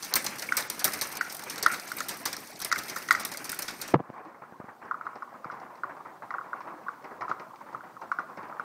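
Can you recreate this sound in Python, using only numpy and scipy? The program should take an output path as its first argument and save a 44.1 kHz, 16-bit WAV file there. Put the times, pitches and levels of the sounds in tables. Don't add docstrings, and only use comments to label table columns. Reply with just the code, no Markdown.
import sys
import numpy as np
from scipy import signal
from scipy.fft import rfft, irfft
from scipy.io import wavfile
from scipy.ndimage import uniform_filter1d

SR = 44100
rng = np.random.default_rng(int(sys.argv[2]) if len(sys.argv) > 2 else 0)


def nominal_scale(level):
    x = np.asarray(level, float) / 20
    return 10 ** x


def store_wav(level_fs):
    pcm = np.round(np.clip(np.atleast_2d(level_fs), -1, 1) * 32767)
    wavfile.write(sys.argv[1], SR, pcm.T.astype(np.int16))


N = 381003
WET_AT_S = 3.922

# start_s, peak_db, pitch_hz, upper_mode_db, answer_db
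TOCKS = [(0.5227, -15.5, 1360, -10, -13), (0.8781, -27, 1294, -7, -3), (1.2111, -17.5, 1356, -9, -8),
         (1.6631, -8, 1330, -16, -5), (1.7357, -30, 1410, -5, -7), (1.7436, -30, 1400, -2.5, -8),
         (1.918, -26, 1400, -12, -11), (2.0065, -25, 1350, -19, -1.5), (2.7159, -22, 1365, -0.5, -9),
         (2.7267, -15.5, 1334, -10.5, -6), (2.7605, -25.5, 1436, -2.5, 1), (2.9634, -25.5, 1326, -20, 1),
         (3.088, -29.5, 1350, 2, 2), (3.1089, -9, 1368, -4.5, -1), (3.15, -22, 1375, -0.5, -9),
         (3.3465, -35, 1400, -2, -1), (3.5294, -30.5, 1372, -7.5, -17), (3.688, -32, 1361, -12, -11)]
# start_s, peak_db, pitch_hz, upper_mode_db, answer_db
PLINKS = [
    (0.4898, -41.5, 1543, 16.2, -11),
    (6.3064, -23.5, 1345, 2.7, 6),
]
# start_s, peak_db, pitch_hz, answer_db
DULL_TOCKS = [(4.4368, -29.5, 1340, -11.5), (4.912, -12, 1360, 0.5), (4.944, -20, 1337, 0),
              (5.0116, -20.5, 1370, -22), (5.0675, -17.5, 1390, 2), (5.223, -22, 1366, 5.5),
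              (5.445, -25, 1308, 4), (5.5004, -22, 1340, 2), (5.8354, -16, 1347, 3),
              (6.341, -19.5, 1385, 3.5), (6.384, -19.5, 1380, 1), (6.412, -27, 1340, 1),
              (6.532, -17.5, 1375, 1.5), (6.8841, -18, 1400, 4), (7.222, -22.5, 1290, 4),
              (7.2816, -24.5, 1320, 1), (7.3146, -14.5, 1360, 0), (7.748, -23, 1320, 0),
              (6.06, -31.5, 1260, -2), (7.808, -30.5, 1370, 0), (7.9673, -33, 1290, 5.5),
              (8.117, -12.5, 1360, 1), (8.1875, -14.5, 1420, 2), (8.2018, -29, 1190, -16),
              (8.526, -30, 1320, -13), (8.5971, -18, 1376, 1)]
# freq_hz, density_db_per_hz
SLAP = [(25, -4), (70, -13), (200, -6.5), (500, -6.5), (900, -4), (1500, -3), (2300, -4), (3100, -15),
        (4500, -33.5)]
# freq_hz, density_db_per_hz
SPRAY = [(2500, -30), (3200, -8), (4300, 0), (6000, 1), (7200, -6.5), (8500, -9), (10500, -19.5)]
# freq_hz, density_db_per_hz
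SIZZLE = [(6500, -26), (8500, 0.5), (11000, -5.5), (13500, -1.5), (15700, -11.5), (17500, -3)]
# freq_hz, gain_db
FILM = [(35, -23), (90, -6), (200, -5.5), (600, -3), (1050, 1.5), (1400, -6), (1900, -12), (2500, -19),
        (3200, -22.5), (5000, -26.5), (7500, -33.5), (16000, -43)]


def along(points, hz):
    f, v = np.transpose(points)
    return np.interp(np.log(hz + 1), np.log(f + 1), v)


def coloured(x, spectrum, unit=True):
    gain = nominal_scale(along(spectrum, np.fft.rfftfreq(4096, 1 / SR)))
    cepstrum = irfft(np.log(gain))
    cepstrum[1:2048] *= 2
    cepstrum[2049:] = 0
    pulse = irfft(np.exp(rfft(cepstrum)))
    if unit:
        pulse = pulse / np.linalg.norm(pulse)
    return signal.fftconvolve(x, pulse)[:N]


def droplets(per_s, spread_db, t60_s):
    size_db = spread_db * np.minimum(rng.exponential(size=N), 3.5)
    hits = (rng.random(N) < per_s / SR) * nominal_scale(size_db)
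    loud = 2.0 + signal.lfilter([1], [1, -nominal_scale(-60 / (t60_s * SR))], hits)
    x = loud * rng.standard_normal(N)
    return x / np.std(x)


def bursts(start_s, level_db, t60_s, rise_s):
    contour = np.zeros(N + SR)
    for at, db, life in zip(start_s, level_db, np.broadcast_to(t60_s, np.shape(start_s))):
        t = np.arange(int(life * SR) + 1) / SR
        body = nominal_scale(-60 * t / max(life, 0.005))
        crack = 0.047 * nominal_scale(-60 * t / min(life, 0.012))
        contour[round(at * SR):][:len(t)] += nominal_scale(db) * (body + crack) * (1 - np.exp(-t / rise_s))
    return contour[:N]


def damp():
    fade_db_per_s = -0.65
    return nominal_scale(fade_db_per_s * np.minimum(np.arange(N) / SR, WET_AT_S))


def splats():
    # start_s, spray_db, sizzle_over_spray_db, t60_s
    slugs = [(0.025, -31.5, -5.5, 0.2), (0.1386, -19, -1, 0.022), (0.1555, -16.5, 1, 0.071),
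             (0.243, -28, 5, 0.064), (0.2642, -15.5, -19, 0.03), (0.4215, -25, -5.5, 0.044),
             (0.5685, -20, 0.5, 0.11), (0.6995, -23.5, 1, 0.044), (0.843, -17.5, 5, 0.07),
             (0.9335, -27, 1.5, 0.093), (1.0122, -24, 1, 0.12), (0.127, -38, -10, 0.022),
             (1.298, -32, -36, 0.093), (1.6266, -22, 0, 0.081), (1.661, -41.5, 22, 0.039),
             (1.967, -41.5, 11, 0.08), (2.004, -21.5, -7, 0.019), (2.0843, -27.5, 1.5, 0.15),
             (2.2545, -19, -3.5, 0.073), (2.3285, -25, -1, 0.047), (2.6474, -28.5, 7, 0.049),
             (2.7254, -17.5, -6, 0.0094), (3.2325, -32, -25, 0.025), (3.2503, -25.5, 9.5, 0.036),
             (3.372, -28.5, 4.5, 0.038), (3.4935, -24.5, 0, 0.039), (3.5895, -26, 7, 0.043),
             (3.6215, -26.5, 3, 0.064), (3.6794, -29, -8, 0.13), (3.8765, -34.5, -4, 0.11)]
    # start_s, spray_db, t60_s
    spatters = [(1.168, -29.5, 0.052), (0.357, -36.5, 0.046), (0.384, -34, 0.11), (0.793, -29, 0.1),
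                (0.8769, -33, .024), (0.99, -36, 0.048), (1.1157, -40, 0.13), (1.152, -34, 0.062),
                (1.348, -34.5, 0.037), (1.4215, -38, 0.041), (1.498, -29, 0.091), (1.5783, -32.5, 0.079),
                (1.715, -33, 0.19), (1.872, -39.5, 0.26), (1.984, -32, 0.072), (2.1415, -40, 0.049),
                (2.366, -27, 0.022), (2.601, -32, 0.061), (2.6154, -30.5, 0.107), (2.7795, -31.5, 0.08),
                (2.881, -33, 0.13), (2.8957, -31.5, 0.043), (2.96, -32.5, 0.096), (3.197, -31, 0.12),
                (3.3154, -31, 0.071), (3.442, -33.5, 0.13), (3.5165, -41.5, 0.37), (3.8145, -30, 0.11)]
    # start_s, slap_db, spray_db, t60_s
    dull_slugs = [(4.135, -33.5, -66, 0.37), (4.247, -40.5, -63, 0.17), (4.417, -34, -78.5, 0.07),
                  (4.596, -34.5, -73, 0.059), (4.682, -31.5, -68, 0.044), (4.815, -33.5, -67, 0.24),
                  (5.051, -38.5, -65, 0.23), (5.155, -31, -54, 0.047), (5.338, -35, -61.5, 0.068),
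                  (5.441, -36, -66, 0.21), (5.517, -38.5, -65, 0.21), (5.613, -33.5, -72, 0.11),
                  (5.774, -39, -61, 0.045), (5.831, -37, -74, 0.12), (5.892, -35, -70, 0.14),
                  (6.047, -35.5, -69, 0.2), (6.22, -31, -62, 0.081), (6.341, -32.5, -69, 0.054),
                  (6.558, -38, -69, 0.2), (7.041, -30, -65, 0.086), (7.207, -29, -63, 0.098),
                  (7.293, -27.5, -48.5, 0.07), (7.396, -32.5, -69, 0.1), (7.727, -35, -60, 0.071),
                  (8.013, -32.5, -58, 0.12), (8.189, -31.5, -56, 0.084), (8.371, -34, -59.5, 0.12),
                  (8.427, -32, -59, 0.089), (8.494, -33, -68, 0.057), (8.594, -30, -63, 0.057)]
    # start_s, slap_db, t60_s
    dull_spatters = [(4.638, -39.5, 0.1), (5.698, -43, 0.23), (5.965, -42.5, 0.079), (6.307, -38, 0.16),
                     (6.437, -36, 0.076), (6.635, -40.5, 0.059), (6.67, -38, 0.35), (6.881, -35.5, 0.059),
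                     (7.021, -55, .08), (7.107, -37, 0.15), (7.607, -36, 0.095), (7.659, -42, 0.29),
                     (7.836, -39.5, 0.19), (8.284, -40, 0.26)]
    # start_s, peak_db
    ticks = [(4.0998, -54), (4.177, -54), (4.254, -54), (4.287, -57), (4.8521, -51), (5.155, -47),
             (5.2237, -51), (5.444, -47), (5.5113, -46), (5.519, -47), (5.5984, -46.5), (5.7535, -49),
             (5.8339, -52), (6.306, -45.5), (6.605, -48), (6.617, -50), (7.042, -45.5), (6.884, -52),
             (7.023, -52), (7.209, -42), (7.218, -45), (7.314, -47), (7.2846, -47), (7.2941, -47),
             (7.396, -41.5), (7.557, -49), (8.116, -40.5), (8.192, -55), (8.3716, -47.5), (8.4849, -54)]
    # freq_hz, density_db_per_hz
    tick_colour = [(1200, -27), (2200, 4), (3200, -9.5), (5500, 5), (7500, -13), (11000, -15)]

    spatter_sizzle_db, dull_spray_db = 0.5, -31
    pipe_spray_db, pipe_sizzle_db, pipe_spray_s = -6, -11, 0.048
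    slap_over_spray_db, slap_follows_sizzle = -6.5, 0.21
    snap_db, snap_grows, snap_scatter_db = 5.5, 0.31, 2.5

    dry_rows = slugs + [(s, db, spatter_sizzle_db, t60) for s, db, t60 in spatters]
    dry_rows += [(s - 0.001, db + upper_db + pipe_spray_db, pipe_sizzle_db, pipe_spray_s)
                 for s, db, _, upper_db, _ in TOCKS]
    wet_rows = dull_slugs + [(s, db, db + dull_spray_db, t60) for s, db, t60 in dull_spatters]
    dry_s, dry_spray_db, over_db, dry_t60_s = np.transpose(dry_rows)
    wet_s, wet_slap_db, wet_spray_db, wet_t60_s = np.transpose(wet_rows)
    s, t60_s = np.r_[dry_s, wet_s], np.r_[dry_t60_s, wet_t60_s]

    dry_slap_db = dry_spray_db + slap_over_spray_db + slap_follows_sizzle * over_db
    slap_db = np.r_[dry_slap_db, wet_slap_db + 3]
    sizzle_db = np.r_[dry_spray_db + over_db, wet_spray_db + 24]
    spray_db = np.r_[dry_spray_db - 3, wet_spray_db + 26]

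    slap = bursts(s, slap_db, 1.81 * t60_s, 0.0039) * droplets(300, 1.6, 0.011)
    spray = bursts(s, spray_db, t60_s, 0.0015) * droplets(400, 2.2, 0.006)
    sizzle = bursts(s, sizzle_db, 0.68 * t60_s, 0.001115) * droplets(420, 1.2, 0.0045)
    tick_s, tick_db = np.transpose(ticks)
    tick = bursts(tick_s, tick_db + 22.5, 0.034, 0.00091) * rng.standard_normal(N)

    scatter_db = snap_scatter_db * rng.standard_normal((2, len(s)))
    over_spray_db, over_sizzle_db = snap_db + snap_grows * (spray_db + 29.0) + scatter_db
    spray += bursts(s, spray_db + over_spray_db, 0.0045, 0.00033) * rng.standard_normal(N)
    sizzle += bursts(s, sizzle_db + over_sizzle_db, 0.0023, 0.000252) * rng.standard_normal(N)
    sizzle *= damp()
    return (coloured(slap, SLAP) + coloured(tick, tick_colour)
            + coloured(spray, SPRAY) + coloured(sizzle, SIZZLE))


def tocks():
    # pitch_ratio, level_db, death_s
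    pipe_modes = [
        (1.017, 4, 0.009),
        (1.452, 2, 0.012),
        (0.834, -7.5, 0.011),
        (1.406, -7, 0.015),
    ]
    delays_s = (0, 0, .006, .0075)
    dull_upper_db, dull_high_answer_db = -17, -13

    drops = TOCKS + PLINKS + [(s, db, hz, dull_upper_db, answer_db) for s, db, hz, answer_db in DULL_TOCKS]
    out, t = np.zeros(N + SR), np.arange(SR // 10) / SR
    swell = (1 - np.exp(-t / 0.00045)) ** 2
    for (s, db, hz, upper_db, answer_db), chance in zip(drops, rng.standard_normal((len(drops), 4))):
        high_db = answer_db + dull_high_answer_db * (s > WET_AT_S)
        own_levels_db = (0, upper_db, answer_db, high_db)
        for (ratio, mode_db, death_s), delay_s, own_db, c in zip(pipe_modes, delays_s, own_levels_db, chance):
            turns = hz * ratio * (1 + 0.02 * c) * t * (1.03 - 4 * t)
            level_db = db + 2.0 + mode_db + own_db - 60 * (t / death_s) ** 2.34
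            ring = nominal_scale(level_db) * swell * np.sin(2 * np.pi * turns)
            out[round((s - 0.001 + delay_s) * SR):][:len(t)] += ring
    s, db = np.transpose(drops)[:2]
    wet_crack = bursts(s - 0.001, db - 35.0, 0.023, 0.00097) * rng.standard_normal(N)
    return out[:N] + coloured(wet_crack, SLAP[4:] + [(6000, -25.0)])


def port_hits():
    # start_s, peak_db, pitch_hz, t60_s
    thump = [(3.937, -20, 450, 0.0048), (3.9393, -11, 500, 0.034), (3.9421, 0.5, 383, 0.0089),
             (3.9414, -21, 2070, 0.0085), (3.944, -9, 1060, 0.0098), (3.947, -9.5, 730, 0.006),
             (3.9505, -18, 158, 0.065), (3.9441, -17, 270, 0.0099), (3.958, -24, 515, 0.027),
             (3.975, -39, 240, 0.04), (3.957, -23, 1090, 0.011), (3.964, -30, 1020, 0.011)]
    # start_s, peak_db, pitch_hz
    shifts = [(3.993, -29, 910), (3.999, -25, 650), (4.005, -32, 1000), (4.003, -20.5, 330),
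              (4.009, -28.5, 200), (4.093, -37, 250), (4.101, -28, 291), (4.524, -35, 299),
              (4.601, -28.5, 308), (4.642, -33.5, 261), (5.458, -32, 262)]
    thump_smack_db, shift_smack_db, shift_t60_s = -10, -13, 0.0083
    skin_ratio, skin_db, skin_t60_s = 1.96, 2, 0.005

    moves = [(*row, shift_t60_s) for row in shifts]
    moves += [(s, db + skin_db, skin_ratio * hz, skin_t60_s) for s, db, hz in shifts[3:]]
    hits = [(*row, thump_smack_db) for row in thump] + [(*row, shift_smack_db) for row in moves]
    out, t = np.zeros(N + SR), np.arange(SR // 10) / SR
    for s, db, hz, t60_s, smack_db in hits:
        push = np.sin(2 * np.pi * hz * t * (1 - 2.2 * t))
        push *= nominal_scale(10.0 - 60 * t / t60_s) * (1 - np.exp(-t * hz * 5))
        smack = signal.lfilter([0.3], [1, -0.86], rng.standard_normal(len(t)))
        smack *= nominal_scale(smack_db + 6 - 60 * t / (0.5 * t60_s))
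        out[round(s * SR):][:len(t)] += nominal_scale(db) * (push + smack)
    return coloured(out[:N], [(20, -22.0), (100, -2.0), (2200, -5.0), (9000, -29.5)], unit=False)


def cracks():
    # start_s, peak_db
    sharp_edges = [(0.0263, -24), (0.126, -22), (0.4893, -32), (0.6254, -18), (0.7936, -28), (0.8435, -6),
                   (0.9895, -24), (1.1164, -33), (1.4985, -27), (1.628, -25), (1.7421, -18), (2.005, -22),
                   (2.602, -34), (2.6155, -29.5), (2.6484, -17), (3.0865, -19), (3.25, -20.5),
                   (3.3453, -31.5), (3.3722, -26), (3.8147, -28.5), (3.8781, -31)]
    # freq_hz, density_db_per_hz
    click_colour = [(1800, -21.5), (2800, -6), (3600, -0.5), (5000, -0.5), (6500, -2), (8500, -19)]
    s, db = np.transpose(sharp_edges)
    pipe_s, pipe_db = np.transpose([row[:2] for row in TOCKS + PLINKS + DULL_TOCKS])
    contour = bursts(s - 0.0005, db - 7, 0.0078, 0.00035)
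    contour += bursts(pipe_s - 0.0007, pipe_db - 16, 0.026, 0.0003)
    return coloured(contour * rng.standard_normal(N), click_colour)


def flecks():
    # start_s, peak_db, spray_over_sizzle_db
    fleck_rows = [(0.0473, -26, -5), (0.2234, -29, -10), (0.395, -28.5, 0), (0.4673, -33, -5),
                  (0.606, -21, -10), (0.7472, -39, 0), (0.8524, -12, -8), (0.9213, -25, -6),
                  (1.0464, -41, -4), (1.071, -26, -9), (1.1248, -24, -11), (1.17, -33, -14),
                  (1.3247, -27, -7), (1.347, -25.5, -18), (1.3673, -26, -10), (1.3935, -28.5, -6),
                  (1.4374, -28.5, -4), (1.5589, -33, 1), (1.7977, -33, 2.5), (1.918, -27, -19),
                  (2.171, -30, -15), (2.2014, -35, -14), (2.2154, -41, -4), (2.4733, -34, -12),
                  (2.5047, -40, -14), (2.5925, -31, -15), (2.7576, -32, 0), (2.788, -25, 0.5),
                  (2.835, -31, -2), (2.8674, -37, -8), (2.9836, -29, -18), (3.025, -30.5, -5),
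                  (3.1254, -20, -7), (3.2744, -49, -12), (3.3383, -28.5, -3), (3.498, -23, -17),
                  (3.5179, -19, -21), (3.545, -25, -16), (3.709, -33, -10), (3.7898, -39, -4)]
    # start_s, peak_db
    mist_rows = [(0.1376, -14), (0.1555, -7.5), (0.2638, -25.5), (0.384, -30.5), (0.5701, -15),
                 (0.6993, -26), (0.7938, -33.5), (0.8428, -9.5), (0.8774, -34.5), (0.9343, -26),
                 (1.0125, -22), (1.1697, -21.5), (1.3239, -30), (1.3488, -28), (1.4371, -26.5),
                 (1.4975, -30), (1.6261, -19.5), (2.0864, -34), (2.2543, -23), (2.6524, -30), (2.7856, -28),
                 (3.1243, -28), (3.25, -25.5), (3.3717, -34), (3.4976, -31), (3.5897, -21), (3.6217, -26),
                 (3.8142, -21), (3.8771, -30)]
    # freq_hz, density_db_per_hz
    mist_colour = [(9500, -32), (11500, -9), (13500, 4.5), (15700, -2.5), (17500, -4)]
    fleck_db, spray_db, fleck_t60_s, snap_db = -9.5, 2.5, 0.04, 7.5
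    mist_db, mist_t60_s, mist_lasts = -8.5, 0.025, 0.5

    s, peak_db, over_db = np.transpose(fleck_rows)

    def burst(level_db):
        contour = bursts(s, level_db, fleck_t60_s, 0.00056)
        contour += bursts(s, level_db + snap_db, 0.0043, 0.000202)
        return contour * rng.standard_normal(N)

    mist_s, mist_peak_db = np.transpose(mist_rows)
    life_s = mist_t60_s * nominal_scale(mist_lasts * (mist_peak_db + 26))
    mist = bursts(mist_s, mist_peak_db + mist_db, life_s, 0.0004) * rng.standard_normal(N)
    sizzle = burst(peak_db + fleck_db)
    spray = burst(peak_db + over_db + spray_db + fleck_db)
    return coloured(mist, mist_colour) + coloured(sizzle, SIZZLE) + coloured(spray, SPRAY)


def drips(count=3):
    # start_s, peak_db, pitch_hz
    drip_rows = [(4.035, -41, 1060), (4.177, -29, 1005), (4.294, -38, 974), (4.374, -41, 1020),
                 (4.542, -35, 950), (4.612, -33, 1210), (5.132, -29, 1090), (5.275, -32, 1067),
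                 (5.349, -33, 1213), (5.567, -27, 1050), (5.87, -34, 1130), (6.004, -28, 1110),
                 (6.151, -42, 866), (6.558, -31, 850), (6.606, -25, 1110), (6.67, -31, 904),
                 (6.693, -36, 980), (6.722, -31, 1020), (6.865, -25, 1100), (6.92, -37, 1140),
                 (7.239, -25, 1305), (7.292, -22, 1220), (7.419, -30, 1210), (7.508, -31, 1080),
                 (7.535, -31, 990), (7.556, -39.5, 1060), (7.777, -34, 1190), (8.04, -35, 1280),
                 (8.214, -32, 1090)]
    # start_s, peak_db, pitch_hz
    plops = [
        (1.631, -36, 410),
        (1.696, -35, 1930),
        (4.252, -31.5, 294),
        (6.736, -38, 314),
    ]
    decay_turns, spread_s, splash_db, splash_t60_s = 2.9, 0.0094, -13, 0.087

    out, t = np.zeros(N + SR), np.arange(SR // 20) / SR
    s, db, hz = np.transpose(drip_rows + plops)
    db = db - along(FILM, hz)
    for at, level_db, centre_hz, chance in zip(s, db, hz, rng.random((len(s), count, 2))):
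        for k, (late, pitch) in enumerate(chance):
            f = centre_hz * (1 + 0.3 * k * (pitch - 0.5))
            blip = t * f * np.exp(-t * f / decay_turns) * np.sin(2 * np.pi * f * t * (1 + 2.4 * t))
            start = round((at - 0.002 + k * late * spread_s) * SR)
            out[start:][:len(t)] += nominal_scale(level_db - 8.0 - 1.4 * k) * blip
    splash = bursts(s, db + splash_db, splash_t60_s, 0.0018) * rng.standard_normal(N)
    return out[:N] + coloured(splash, [(70, -19)] + SLAP[2:])


def patter():
    # time_s, body_db, mist_db
    dry_levels = [
        (0.0, -45.5, -50),
        (1.62, -43, -50.5),
        (2.63, -52.5, -52),
        (2.82, -43.5, -50),
        (3.72, -49.5, -54.5),
        (3.93, -42, -51.5),
    ]
    # time_s, body_db
    wet_levels = [
        (3.96, -38.5),
        (4.69, -48.5),
        (4.96, -44),
        (6.33, -54),
        (6.46, -41.5),
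        (7.832, -57),
        (8.64, -44),
    ]
    s, body_db, mist_db = np.transpose(dry_levels)
    wet_s, wet_body_db = np.transpose(wet_levels)
    t = np.arange(N) / SR
    body = nominal_scale(np.interp(t, np.r_[s, wet_s], np.r_[body_db, wet_body_db + 1.6])) * droplets(120, 4.0, 0.1)
    mist = nominal_scale(np.interp(t, s, mist_db) - 1.0)
    spray = mist * droplets(150, 3.6, 0.015)
    sizzle = mist * damp() * droplets(130, 3.5, 0.056)
    soft = coloured(body, [(70, -21.5)] + SLAP[2:])
    return soft + coloured(spray, SPRAY) + nominal_scale(3.5) * coloured(sizzle, SIZZLE)


def gurgle(level_db, centre_hz, turns, count=520):
    at, pitch, size = rng.random((count, 3)).T[:, :, None]
    t = np.arange(900) / SR
    hz = centre_hz * 2 ** (2.2 * (pitch - 0.5))
    blip = nominal_scale(level_db - 10 * size) * t * hz * np.exp(-t * hz / turns)
    blip = blip * np.sin(2 * np.pi * hz * t * (1 + 6 * t))
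    place = (at * N).astype(int) + np.arange(len(t))
    return np.bincount(place.ravel(), blip.ravel(), N)[:N]


def drain(level_db):
    # freq_hz, density_db_per_hz
    rumble = [(20, -22), (60, -14), (130, -3), (320, 0.5), (600, -13.5), (1200, -38.5)]
    return nominal_scale(level_db) * coloured(droplets(25, 4, 0.16), rumble)


def patchy(x, depth_db):
    z = signal.stft(x, nperseg=256)[2]
    field = uniform_filter1d(rng.standard_normal(z.shape), size=3, axis=0)
    field = uniform_filter1d(field, size=7, axis=1)
    return signal.istft(z * nominal_scale(depth_db * field / field.std()), nperseg=256)[1][:N]


def yard(x, count=4):
    # freq_hz, t60_s
    decay = [(200, 1), (1500, 0.43), (5000, 0.27), (14000, 0.28)]
    hz, t, z = signal.stft(rng.standard_normal((count, SR // 2)), SR, nperseg=256)
    tails = signal.istft(z * nominal_scale(-60 * t / along(decay, hz)[:, None]), SR, nperseg=256)[1]
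    slot = np.arange(N) // (SR // 9) % count == np.arange(count)[:, None]
    echoes = signal.oaconvolve(slot * x, tails / np.linalg.norm(tails[0]), axes=1).sum(0)
    return np.pad(echoes, (500, 0))[:N]


def scene():
    wall, pipe = splats(), tocks()
    water = patchy(wall + patter(), depth_db=2.5) + gurgle(level_db=-45, centre_hz=953.0, turns=3.3)
    echoes = yard(nominal_scale(-9) * wall + nominal_scale(-14) * pipe)
    small = flecks() + drips() + cracks()
    run_off = drain(level_db=-53.5) + gurgle(level_db=-38.5, centre_hz=1155, turns=1.18, count=1400)
    return (water + pipe + echoes + small + run_off)[None]


def thinned(x, depth_db, from_hz):
    lead = 874
    hz, _, z = signal.stft(np.pad(x, (lead, 2048)), SR, nperseg=256, boundary=None)
    blocks = z.shape[1] // 8 * 8
    z = z[:, :blocks]
    cells = (abs(z[:128]) ** 2).reshape(32, 4, -1, 8).mean(1)
    under_db = 10 * np.log10(cells.max(2, keepdims=True) / (cells + 1e-20))
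    loud = cells.sum(0)
    all_under_db = 10 * np.log10(loud.max(1, keepdims=True) / (loud + 1e-20))
    under_db = 0.71 * under_db + 0.35 * all_under_db
    slack_db = np.clip(from_hz / hz[2:128:4], 0, 9)[:, None, None] ** 2 * 8
    slack_db = slack_db + 4.6 * rng.standard_normal(cells.shape[:2] + (1,))
    slack_db = slack_db + 4 * rng.standard_normal((1, cells.shape[1], 1))
    slack_db = slack_db + 2.2 * rng.standard_normal(cells.shape)
    slack_db += 12 * (cells[12:24].mean((0, 2)) < nominal_scale(-160))[:, None]
    keep = np.clip((depth_db + slack_db - under_db) / 3, 0.012, 1).reshape(32, -1)
    z[:128] *= np.repeat(keep, 4, axis=0)
    return signal.istft(z, SR, nperseg=256, boundary=False)[1][lead:lead + N]


def top_cut(x):
    return signal.sosfilt(signal.butter(12, 16640, fs=SR, output="sos"), x)


def record(dry):
    # freq_hz, density_db_per_hz
    hiss_colour = [(60, -25.5), (1000, 3), (5000, -0.5), (8500, -3.5), (10800, -6.5), (13500, -3.5),
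                   (17000, -4)]
    # freq_hz, gain_db
    band = [(20, -14), (70, -9.5), (140, -2), (15650, -1.5), (15900, -34), (16600, -44), (16900, -75)]
    t = np.arange(N) / SR
    wet = np.clip((t - WET_AT_S) / 0.025, 0, 1)
    heard = (1 - wet) * dry[0] + wet * coloured(dry[0], FILM, unit=False)
    duck_db = -7 * wet * np.exp(-(t - WET_AT_S) / 1.2)
    hiss = nominal_scale(-64.5) * patchy(coloured(rng.standard_normal(N), hiss_colour), depth_db=1.5)
    mic = coloured(nominal_scale(duck_db) * (heard + hiss) + port_hits(), band, unit=False)
    mix = thinned(mic, depth_db=11.5, from_hz=8900)[None]
    return top_cut(mix)


dry = scene()
out = record(dry)
store_wav(out)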